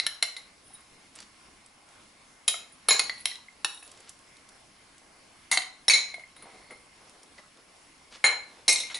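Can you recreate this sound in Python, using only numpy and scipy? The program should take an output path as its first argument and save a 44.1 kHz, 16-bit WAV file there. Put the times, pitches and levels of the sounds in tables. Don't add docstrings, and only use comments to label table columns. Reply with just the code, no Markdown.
import sys
import numpy as np
from scipy import signal
from scipy.fft import rfft, irfft
from scipy.io import wavfile
from scipy.ndimage import uniform_filter1d, minimum_filter1d

SR = 44100
rng = np.random.default_rng(int(sys.argv[2]) if len(sys.argv) > 2 else 0)


def bounce(signal):
    frames = np.transpose(np.atleast_2d(signal))
    limited = np.clip(frames, -1, 1)
    pcm = np.round(limited * 32767).astype(np.int16)
    wavfile.write(sys.argv[1], SR, pcm)


def volts_from_db(level):
    exponent = np.asarray(level, float) / 20
    return 10 ** exponent


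N = 396459

COLOUR_HZ = (800, 2100, 3900, 6500, 9700)
LOW_LOSS_DB = 13
EDGE_HZ = 11105


def evened(x):
    return x / np.sqrt(np.mean(x ** 2) + 1e-20)


def read(points, hz):
    f, value = np.transpose(points)
    return np.interp(np.log(hz + 1), np.log(f + 1), value)


def add(mix, s, sound):
    sound = sound[..., round(max(-s, 0) * SR):]
    part = mix[..., round(max(s, 0) * SR):][..., :sound.shape[-1]]
    part += sound[..., :part.shape[-1]]


def band(x, lo_hz, hi_hz):
    sos = signal.butter(2, [lo_hz, min(hi_hz, .45 * SR)], "bandpass", fs=SR, output="sos")
    return signal.sosfilt(sos, x)


def hiss():
    # (frequency [Hz], level [dB per Hz])
    floor = [(12, -47), (20, 1), (239, -5), (266, -5), (295, -3), (385, -5.5), (725, -1), (944, -2),
             (1080, -2.5), (1880, -4), (2200, -3.5), (3830, -8), (11000, -14.5), (14300, -72),
             (22000, -120)]
    # (frequency [Hz], width [Hz], level [dB])
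    hums = [
        (261, 110, -3),
        (1088, 14, 5),
        (2110, 25, -1),
        (2280, 30, -7),
        (5776, 20, -10),
        (4450, 130, -8.5),
        (5265, 160, -6.5),
        (10670, 2000, -12),
    ]
    # (frequency [Hz], likeness [0-1])
    likeness = [(60, 0.89), (170, 0.99), (490, 0.43), (1400, 0.43), (4010, 0.43), (11400, 0.77)]
    level_db, patchy_db, swell_db = -57, 1.4, .7

    frames, hz = N // 256 + 5, np.fft.rfftfreq(1024, 1 / SR)
    a, b, c, d, patches = rng.standard_normal((frames, 513, 5)).T
    patches = evened(uniform_filter1d(uniform_filter1d(patches, 12, 0), 14, 1))
    swell = evened(uniform_filter1d(rng.standard_normal(frames), 30))

    whines = sum(volts_from_db(db + 7.0) ** 2 / (1 + (2 * (hz - f) / w) ** 2) for f, w, db in hums)
    shape = np.sqrt(volts_from_db(read(floor, hz)) ** 2 + volts_from_db(-4.0) ** 2 * whines)
    shape *= hz < EDGE_HZ

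    same = np.clip(read(likeness, hz), -1, 1)[:, None]
    left = a + 1j * b
    right = same * left + np.sqrt(1 - same ** 2) * (c + 1j * d)
    z = np.array([left, right]) * shape[:, None] * volts_from_db(patchy_db * patches + swell_db * swell)
    return volts_from_db(level_db) * evened(signal.istft(z, nperseg=1024, noverlap=768)[1][:, :N])


def held(s):
    from_s = (-1, .05, .2, .5, 2.3, 2.8, 2.9, 2.99, 3.09, 3.23, 3.5, 5.3, 5.8, 5.89, 5.93, 6.13, 8, 8.6,
              8.79, 8.93)
    # (frequency [Hz], ..)
    modes_hz = [(1180, 2110, 2800, 3960, 4050, 4130, 5410, 5570, 9970, 10680),
                (1080, 1770, 2150, 3010, 4060, 4250, 5430, 5540, 10190, 10720),
                (760, 2100, 2850, 3690, 3790, 4130, 5510, 7340, 9850, 10620), (3830, 9740, 9930, 10570),
                (1290, 2160, 2540, 3210, 3860, 4140, 6890, 7290, 9760, 10610),
                (1290, 1770, 2210, 3200, 3800, 4230, 5400, 7340, 10620, 10920),
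                (1090, 1670, 2160, 2440, 3190, 3960, 4100, 4410, 5420, 6950, 9810, 10990),
                (850, 2150, 2490, 4140, 4420, 4540, 5460, 6540, 9660, 9810),
                (940, 2030, 2160, 4120, 4200, 4420, 6530, 7140, 10020, 11000),
                (1090, 1610, 2100, 4090, 2870, 3170, 3900, 5510, 6360, 7250, 10160, 10700, 10970),
                (830, 1730, 2620, 3470, 3800, 2880, 4350, 5490, 7200, 9730, 9950, 10570, 10980),
                (780, 2120, 2720, 3140, 3730, 4080, 4510, 6270, 6860, 8320, 9710, 10460, 10970),
                (830, 1850, 3840, 5480, 9790, 9950),
                (1170, 2260, 2550, 4340, 4420, 6380, 6860, 8600, 9790, 10630),
                (960, 2150, 2270, 3790, 4020, 4110, 5390, 6830, 9620, 9740), (2120, 4150, 9670),
                (830, 1480, 1690, 1820, 2130, 3220, 4110, 4190, 6850, 8360, 9560, 10500),
                (680, 2120, 2440, 3770, 3870, 4130, 4290, 5520, 6280, 7340, 7760, 8340, 9720, 9880),
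                (620, 2120, 2450, 3770, 3880, 4100, 5520, 6270, 8360, 9760),
                (1280, 2020, 2090, 3620, 3920, 4100, 5620, 6890, 8350, 9890)]
    # (level [dB], ..)
    modes_db = [(-26, -5, -9, -10.5, -2.5, -3.5, -4, -16, -18, -18),
                (-15, -1, -7, -8, 2, -5, -5, -12, -8, 5), (-13, -2, -13.5, -24, -6, 0.5, -9, -11, -3, 0),
                (-11, 7, -9, 3), (-7, -17, -2, -5, 1, -6.5, -9.5, -6, -5, -9),
                (-9, -1.5, -13.5, -8, 2, -12, -8, -8, 2, -3),
                (-16, -12.5, -14, -15, -20.5, -15, 2.5, -9, -16, -1, -11.5, -20),
                (-15, -4.5, -5, -2.5, 4, -11, -13, -6, -11, 7),
                (-17, -4.5, 0.5, -4, -4, -7, -22, -11, -22, -16),
                (-3, 3, 4, 3, -3, 2, 2, 6, 1, 3, -3, 3, 2),
                (-12, -4, -5, -8, -3, -8, -10, 0, 1, 7, -7, 6, 2),
                (8, 6, -5, -9, -2.5, 2, -3, -4, 2.5, 3.5, 4.5, -2, 3), (-18, -8, -4, 0, -2, -6.5),
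                (-28, 0, -7, 3, -3, -8, -14, -11, -6.5, -5), (-19, 0, -10, -9, -3, -6.5, -13, -9, -19, -10),
                (2.5, -7, -4), (-21, -12, -12, -4, -1.5, -26, -7, -13, -19, -26, -14, -24),
                (-7, 0.5, -4.5, -10, -6, 4, -10, 0.5, -6.5, -8, -20, -8.5, -6, -4),
                (-16, 2, -2, 1, -8, -5, -10, -15, -21, -4), (-15, -9, -6, -6, -1, -6, -15, -13, -11, -2)]
    # (t60 of free ring [s], free ring [dB], crack [dB], grating [dB],
    # t60 of knock [s], mode splitting [0-1], t60 of crack [s])
    grips = [(0.095, -13, -6, 1.5, 0.035, 0.02, 0.047), (0.12, -23, -2, 7, 0.035, 0.02, 0.049),
             (0.097, -10.5, -2, -0.5, 0.032, 0.01, 0.059), (.12, -13, -14, -20, .035, 0, .04),
             (0.12, -9.5, 1, -4, 0.053, 0.01, 0.063), (0.14, -2, -4, 2.5, 0.046, 0, 0.085),
             (.1, -1.5, -4.5, -1, 0.045, 0.02, 0.036), (0.12, -10.5, -2.5, 3, 0.033, 0.02, .035),
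             (0.091, -5, -11, 0, 0.047, 0.02, .03), (.038, -32, -4, -8, 0.026, .015, 0.023),
             (0.1, -22, -3, -10, 0.055, .012, .04), (0.089, -10, -3, -11, 0.05, 0.02, 0.047),
             (0.089, -3.5, -8, -7, 0.029, 0.05, .035), (0.08, -7, -8.5, -7, 0.046, 0.05, 0.022),
             (0.082, -5, -6, -1, 0.028, 0.02, .03), (0.16, -5.5, 10, -17, 0.021, .02, 0.032),
             (0.24, -9.5, -2, -16, 0.048, 0.02, 0.019), (0.23, -6, -2.5, -2, 0.045, 0.05, .07),
             (.12, -4, 1, 6, .04, 0.1, .05), (.08, -8, 2, 1, 0.04, 0.03, .03)]
    high_db = (-23, -15.5, -15.5, -5, -11.5, -13.5, -11, -14, -26, -10, -10.5, -14, -6, -12, -11, -16,
               -15.5, -8, -10, -19)
    trail_db = (-30, -32, -28, -43, -21, -24, -19, -28, -30, -36, -35, -29, -24, -27, -26, -24, -23, -30,
                -30, -34)
    k = np.searchsorted(from_s, s, "right") - 1
    return modes_hz[k], modes_db[k], grips[k], high_db[k], trail_db[k]


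def tinted(x, colour_db):
    hz = np.fft.rfftfreq(len(x), 1 / SR)
    valley_db = -6 * np.exp(-((hz - 8300) / 700) ** 2)
    gain = volts_from_db(read(np.transpose([COLOUR_HZ, colour_db]), hz) + valley_db)
    return band(irfft(rfft(x) * gain, len(x)), 510, 8900)


def ring(hz, db, t60, split):
    flank = np.repeat([0, -1, 1], len(hz))[:, None] * rng.uniform(.3, 1, (3 * len(hz), 1))
    hz = np.tile(hz, reps=3)[:, None] * (1 + split * flank)
    db = np.tile(db, reps=3)[:, None]
    t = np.arange(int(t60 * SR)) / SR
    t60 = t60 * np.where(hz < 1950, .3, (hz / 2100) ** -.3)
    sign = np.tile(rng.choice([-1, 1], len(db) // 3), reps=3)[:, None]
    share = np.where(abs(flank) < .2, .6, .25) * sign
    return (share * volts_from_db(db - 60 * t / t60) * np.sin(2 * np.pi * hz * t)).sum(0)


def clink(hz, db, grip, high_db, trail_db, peak_db, low_db, second_db, top_db):
    trail_tilt_db = (7, 2.5, -4, -6, -4)
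    t60, free_db, crack_db, _, knock_t60, split, crack_t60 = grip
    colour_db = np.array([low_db, second_db, -6, high_db, top_db]) + 5.5

    region = np.argmin(abs(np.log(np.array(hz)[:, None] / COLOUR_HZ)), axis=1)
    region_power = np.bincount(region, volts_from_db(np.array(db)) ** 2, len(COLOUR_HZ))
    region_db = 10 * np.log10(region_power + 1e-9)
    db = db + (colour_db - region_db)[region] - LOW_LOSS_DB * (region == 0)

    t = np.arange(SR // 3) / SR
    crack = tinted(rng.standard_normal(len(t)), colour_db)
    out = volts_from_db(crack_db - 60 * t / crack_t60) * crack
    trail = tinted(rng.standard_normal(len(t)), colour_db + trail_tilt_db)
    out += volts_from_db(trail_db - 60 * t / (0.91 * t60)) * trail
    add(out, 0, volts_from_db(2.0) * ring(hz, db, knock_t60, 2 * split))
    add(out, 0, volts_from_db(free_db) * ring(hz, db, t60, split))

    snap = volts_from_db(-8.5 - 60 * t / .02) * tinted(20. 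* (np.arange(len(t)) == 12), colour_db)
    rise_s = np.interp(peak_db, [-35, -15], [.003, .001])
    return volts_from_db(peak_db) * (snap + out * np.minimum(t / rise_s, 1))


def stroke(hold, release, db):
    t = np.arange(0, abs(hold) + abs(release), 1 / SR)
    return volts_from_db(db - 40 * np.maximum(t - hold, 0) / abs(release)) * np.minimum(t / .003, 1)


def drag(s, hold, pressure_db, release):
    hz, db, grip, *_ = held(s)
    t60, _, _, grating_db, _, split, _ = grip
    pressure = stroke(hold, release, pressure_db)

    size, chance, side = rng.random((SR // 2, 3)).T
    force = volts_from_db(2.4 * np.minimum(-np.log(size + 1e-9), 4))
    slips = force * (chance < 1600 / SR) * np.sign(side - .5)
    slips = evened(slips)[:len(pressure)] * pressure

    body = ring(hz, db - LOW_LOSS_DB * (np.array(hz) < 1500), 0.62 * t60, 2.22 * split)
    ringing = signal.fftconvolve(slips, body / np.linalg.norm(body))
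    add(ringing, 0, volts_from_db(grating_db) * tinted(slips, [0.0, 0.0, -0.5, -2, -12]))
    return s, volts_from_db(-3.0) * ringing


def ping(db, hz, t60, rise):
    t = np.arange(SR // 3) / SR
    return volts_from_db(db - 60 * t / t60) * np.sin(2 * np.pi * hz * t) * np.minimum(t / rise, 1)


def spoon():
    # (time [s], peak near 4 kHz [dB], then above that near 0.8, 2 and 10 kHz [dB, dB, dB])
    blows = [(-.002, -10.5, -27, -13, -13), (0.0654, -14, -16, -10, -6.5), (0.2253, -11, -12, -11.5, -8),
             (2.4788, -10, -17, -11.5, -1), (2.8856, -9, -7.5, -12.5, -6), (2.9063, -2, -7, -16, -13),
             (2.9938, -10.5, -9.5, -15, -9), (3.2558, -11.5, -14.5, -13, -3), (3.646, -16.5, -3, -9, -7),
             (5.5142, -18.5, -8.5, -7.5, -2.5), (5.5729, -14.5, 0, -7, -13), (5.8813, -6, -7.5, -8, -5),
             (5.8973, 1.5, -12, -9, -9.5), (5.935, -3.5, -15.5, -14, -14.5), (8.2409, -2.5, -2, -3, -12),
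             (8.6796, -6, -13.5, -19, -6)]
    # (start [s], hold [s], pressure [dB], slackening by 40 dB [s])
    drags = [(0.005, 0.044, -42.5, .05), (0.088, 0.084, -57, .1), (6.152, 0.082, -57, .1),
             (0.364, 0.0033, -41, .115), (0.636, 0.082, -57, .05), (0.733, 0.0026, -41, .056),
             (2.534, 0.1, -50.5, .02), (2.926, 0.021, -27, .1), (2.994, 0.0019, -14.5, .024),
             (3.017, 0.2, -55, .02), (3.679, 0.13, -51, .03), (3.827, .02, -52, .17),
             (5.512, 0.004, -17, .14), (6.08, 0.038, -46, .03), (6.368, 0.32, -58, .1),
             (6.712, 0.0033, -49.5, .26), (8.685, 0.0018, -12, .08), (8.716, 0.0028, -24.5, .33),
             (8.897, 0.029, -42.5, .05), (8.944, 0.017, -35, .09)]
    # (time [s], peak [dB], frequency [Hz],
    # t60 [s])
    pings = [(.705, -46, 780, 0.027), (3.386, -47, 980, .03), (6.181, -35, 660, 0.021),
             (6.469, -40.5, 800, 0.033), (6.557, -48, 760, 0.033), (2.722, -49, 9700, .2),
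             (.3655, -35.5, 2050, 0.082), (3.484, -38.5, 2100, 0.062), (6.1413, -27, 2170, .06),
             (6.1405, -37, 710, 0.028), (6.1945, -40, 2120, 0.08), (6.2366, -36, 2116, .04),
             (7.384, -41, 2000, 0.049), (.3655, -28.5, 3840, 0.037), (.3655, -36, 3700, 0.026),
             (.7514, -47, 3830, 0.054), (3.2979, -34, 4400, 0.023), (3.3133, -27, 4100, 0.025),
             (3.317, -36, 1980, 0.045), (3.3552, -34, 3910, 0.041), (3.7743, -37, 3800, 0.032),
             (2.541, -32.5, 2130, 0.069), (2.541, -30, 1320, 0.036), (2.541, -34, 690, 0.031),
             (5.576, -32, 8500, .06), (8.8345, -34, 2120, 0.11), (8.76, -30, 2120, 0.11),
             (8.704, -21.5, 8340, 0.13), (8.704, -24.5, 6280, 0.21), (3.0965, -27, 2100, 0.033),
             (5.912, -14.5, 2260, .06), (8.26, -15, 2133, .11), (8.264, -14, 4112, 0.2),
             (8.25, -21, 6850, 0.1), (2.908, -10.5, 4105, .16), (2.995, -14, 4140, 0.047),
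             (5.574, -20, 4080, 0.06), (.228, -24, 2100, .12), (.228, -31, 5510, 0.082),
             (.068, -28, 1780, 0.059), (.068, -40, 5540, .08), (2.482, -29, 3860, 0.15),
             (5.904, -18, 6380, .08), (5.899, -12, 4345, .05), (5.936, -11, 4110, 0.079),
             (8.69, -15.5, 2120, .15), (3.648, -28, 1810, 0.05), (8.684, -21, 5520, .15),
             (8.8985, -38, 2130, .1),
             (2.482, -30, 3815, .15), (3.272, -34, 2100, .03), (3.279, -37, 3150, .05),
              (5.5155, -21, 2125, .2), (5.574, -27, 760, .05), (5.941, -21, 2140, .12),
              (8.69, -27, 6850, .15), (8.69, -27, 7760, .15), (8.69, -22, 10600, .15),
              (8.681, -26, 690, .04), (6.722, -50, 1300, .08), (6.735, -50, 850, .05),
              (7.435, -53, 1300, .06), (7.384, -52, 3800, .04), (6.364, -53, 3800, .1)]
    # (time [s], peak near 4 kHz [dB], then above that near 2 and 10 kHz [dB, dB])
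    touches = [(0.3655, -29, -17, -15), (0.7164, -63, -7, 13), (0.806, -63, -4, 12), (3.272, -39, -4, -15),
               (3.096, -17, -8.5, -24), (3.1795, -37, -20, -8), (3.205, -37.5, -20, 2),
               (3.2976, -43, -14, -14), (3.3133, -42, -4, -20), (3.3557, -33.5, -11, -14),
               (3.7044, -54, -8, 12), (3.7442, -53.5, -5, 14), (3.8263, -50.5, 6, 9),
               (3.865, -55.5, -12, 11), (5.6194, -30, -6, -8.5), (6.1413, -40, -11, -9),
               (6.1947, -49, -7, -9), (6.3638, -52.5, 1, 6.5), (6.4222, -51.5, 2.5, 9.5),
               (6.7067, -55, 10.5, 7), (8.7242, -24, -36, 6.5), (8.7574, -21, -19, -15),
               (8.8014, -23.5, -18, -6), (8.9526, -26, -21, -10), (8.9442, -21.5, -17, -12.5)]

    out = np.zeros(N)
    for s, db, low_db, second_db, top_db in blows:
        add(out, s, clink(*held(s), db, low_db, second_db, top_db))
    for s, db, second_db, top_db in touches:
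        add(out, s, clink(*held(s), db, second_db, second_db, top_db))
    for row in drags:
        add(out, *drag(*row))
    for s, db, hz, t60 in pings:
        add(out, s, ping(db, hz, t60, rise=.0013))
    add(out, *squeak())
    return band(out, 220, 21000)


def kitchen(x):
    # (frequency [Hz], t60 [s])
    decay = [(300, 0.49), (1000, 0.42), (3000, 0.34), (7000, 0.31), (11000, 0.23)]
    taps = np.zeros((2, SR))
    at = np.arange(120, SR - 20, 20) + rng.integers(0, 20, (2, (SR - 121) // 20))
    np.put_along_axis(taps, at, rng.choice([-1., 1.], at.shape), 1)

    hz, t, z = signal.stft(taps, SR, nperseg=256)
    dying = volts_from_db(-60 * t / read(decay, hz)[:, None])
    tail = signal.istft(z * dying, SR, nperseg=256)[1]
    tail = rfft(tail + 0.31 * tail[::-1])

    power = abs(tail) ** 2
    even = uniform_filter1d(power, size=1500) / (uniform_filter1d(power, size=30) + 1e-12)
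    tail = irfft(tail * np.sqrt(even))[:, :SR // 2]
    return signal.fftconvolve(x[None], tail / np.linalg.norm(tail[0]), axes=1)[:, :N]


def cheese():
    # (start [s], length [s], patter [dB], dull rub [dB])
    patter = [(1.13, 0.13, -55.5, -62.5), (3.787, 0.34, -62, -64.5), (4.062, 0.053, -54.5, -75),
              (6.296, 0.4, -65, -59.5), (6.449, 0.031, -75, -53.5), (6.52, 0.069, -69, -58.5),
              (6.684, 0.064, -61, -56), (6.899, .45, -69.5, -65), (7.373, 0.034, -57, -53),
              (7.549, 0.071, -73, -61.5), (8.103, 0.082, -49.5, -62), (8.441, 0.24, -63, -63)]
    # (time [s], peak [dB], centre [Hz])
    crumbs = [(1.154, -34, 9780), (1.159, -30.5, 9870), (1.188, -34.5, 1660), (1.203, -31, 4180),
              (1.2194, -41, 4500), (1.227, -38, 1530), (1.662, -36, 9760), (1.889, -44, 2240),
              (3.877, -37, 6200), (3.916, -31.5, 5300), (3.974, -45, 2200), (4.004, -38, 9680),
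              (4.0932, -26, 10000), (4.1903, -42, 5430), (4.3683, -42.5, 2380), (4.4894, -37, 6050),
              (4.981, -40, 5380), (7.095, -38.5, 5200), (7.232, -36, 9500), (7.572, -46, 2150)]
    pan_db = -2.5 * np.array([[.5], [-.5]])

    out, t = np.zeros((2, N)), np.arange(600) / SR
    for s, db, hz in crumbs:
        burst = rng.standard_normal(len(t)) * volts_from_db(-60 * t / 0.023)
        snap = band(burst, hz / 1.56, hz * 4.0)
        add(out, s, volts_from_db(db + pan_db) * snap / abs(snap).max())

    n = SR // 2
    for s, length, patter_db, rub_db in patter:
        swell = signal.windows.tukey(int(length * SR), .6)
        weight = volts_from_db(2.0 * np.minimum(rng.exponential(1, n), 3))
        grains = weight * (rng.random(n) < 6000 / SR) * rng.standard_normal(n)
        unrest = evened(uniform_filter1d(rng.standard_normal(n), 500))
        lumps = volts_from_db(5.3 * np.clip(unrest, -2, 1.5)) * rng.standard_normal(n)
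        both = volts_from_db(patter_db) * evened(band(grains, 1100, 5200))
        both += volts_from_db(rub_db) * evened(band(lumps, 230, 1000))
        add(out, s, np.array([swell, swell]) * both[:len(swell)])
    return out


def thuds():
    # (time [s], peak [dB], frequency [Hz], t60 [s])
    pushes = [
        (1.2, -62, 205, .4),
        (5.515, -47, 210, .12),
        (5.575, -46, 330, .08),
        (5.925, -52, 45, .15),
        (8.242, -43, 200, .1),
    ]
    out = np.zeros(N)
    for s, *row in pushes:
        add(out, s, ping(*row, rise=.004))
    return out


def ticks():
    # (time [s], level [dB])
    edge_blows = [
        (2.9052, 4),
        (5.8802, 6),
        (5.8961, 8),
        (5.9338, 6),
        (8.6795, 4),
    ]
    tick_hz, tick_s = 16500, .0006
    out, t = np.zeros(N), np.arange(0, tick_s, 1 / SR)
    for s, db in edge_blows:
        add(out, s, volts_from_db(db) * np.hanning(len(t)) * np.sin(2 * np.pi * tick_hz * t))
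    return out


def squeak():
    # (time [s], frequency [Hz], level [dB])
    glide = [
        (6.302, 3970, -70),
        (6.5, 4210, -64),
        (6.599, 4380, -64),
        (6.7, 4460, -66),
        (6.76, 4450, -75),
    ]
    s, hz, db = np.transpose(glide)
    t = np.arange(s[0], s[-1], 1 / SR)
    fuzz = evened(uniform_filter1d(rng.standard_normal(len(t)), 300))
    whistle = np.sin(2 * np.pi * np.cumsum(np.interp(t, s, hz)) / SR)
    return s[0], volts_from_db(np.interp(t, s, db)) * fuzz * whistle


def scene():
    near, crumbs = spoon(), cheese()
    direct = near * volts_from_db(np.array([[.1], [-.1]])) + crumbs
    room = volts_from_db(-8.5) * kitchen(near + crumbs.mean(0))
    return direct + room + hiss() + ticks() + thuds()


def roll_off(x):
    return signal.sosfilt(signal.butter(12, 12050, fs=SR, output="sos"), x)


def record(dry):
    limit_db, recover_db_per_s = -8, 4500.
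    squeeze = .92
    peak_db = 20 * np.log10(abs(dry).max(0) + 1e-9)
    fall = np.arange(N) * recover_db_per_s / SR
    over_db = np.maximum(np.maximum.accumulate(peak_db + fall) - fall - limit_db, 0)
    ahead_db = -minimum_filter1d(-over_db, size=70, origin=-35)
    held_down = dry * volts_from_db(-squeeze * uniform_filter1d(ahead_db, size=20))
    edge = signal.firwin(401, EDGE_HZ, window=("kaiser", 5), fs=SR)
    return roll_off(signal.oaconvolve(held_down, edge[None], "same"))


dry = scene()
out = record(dry)
bounce(out)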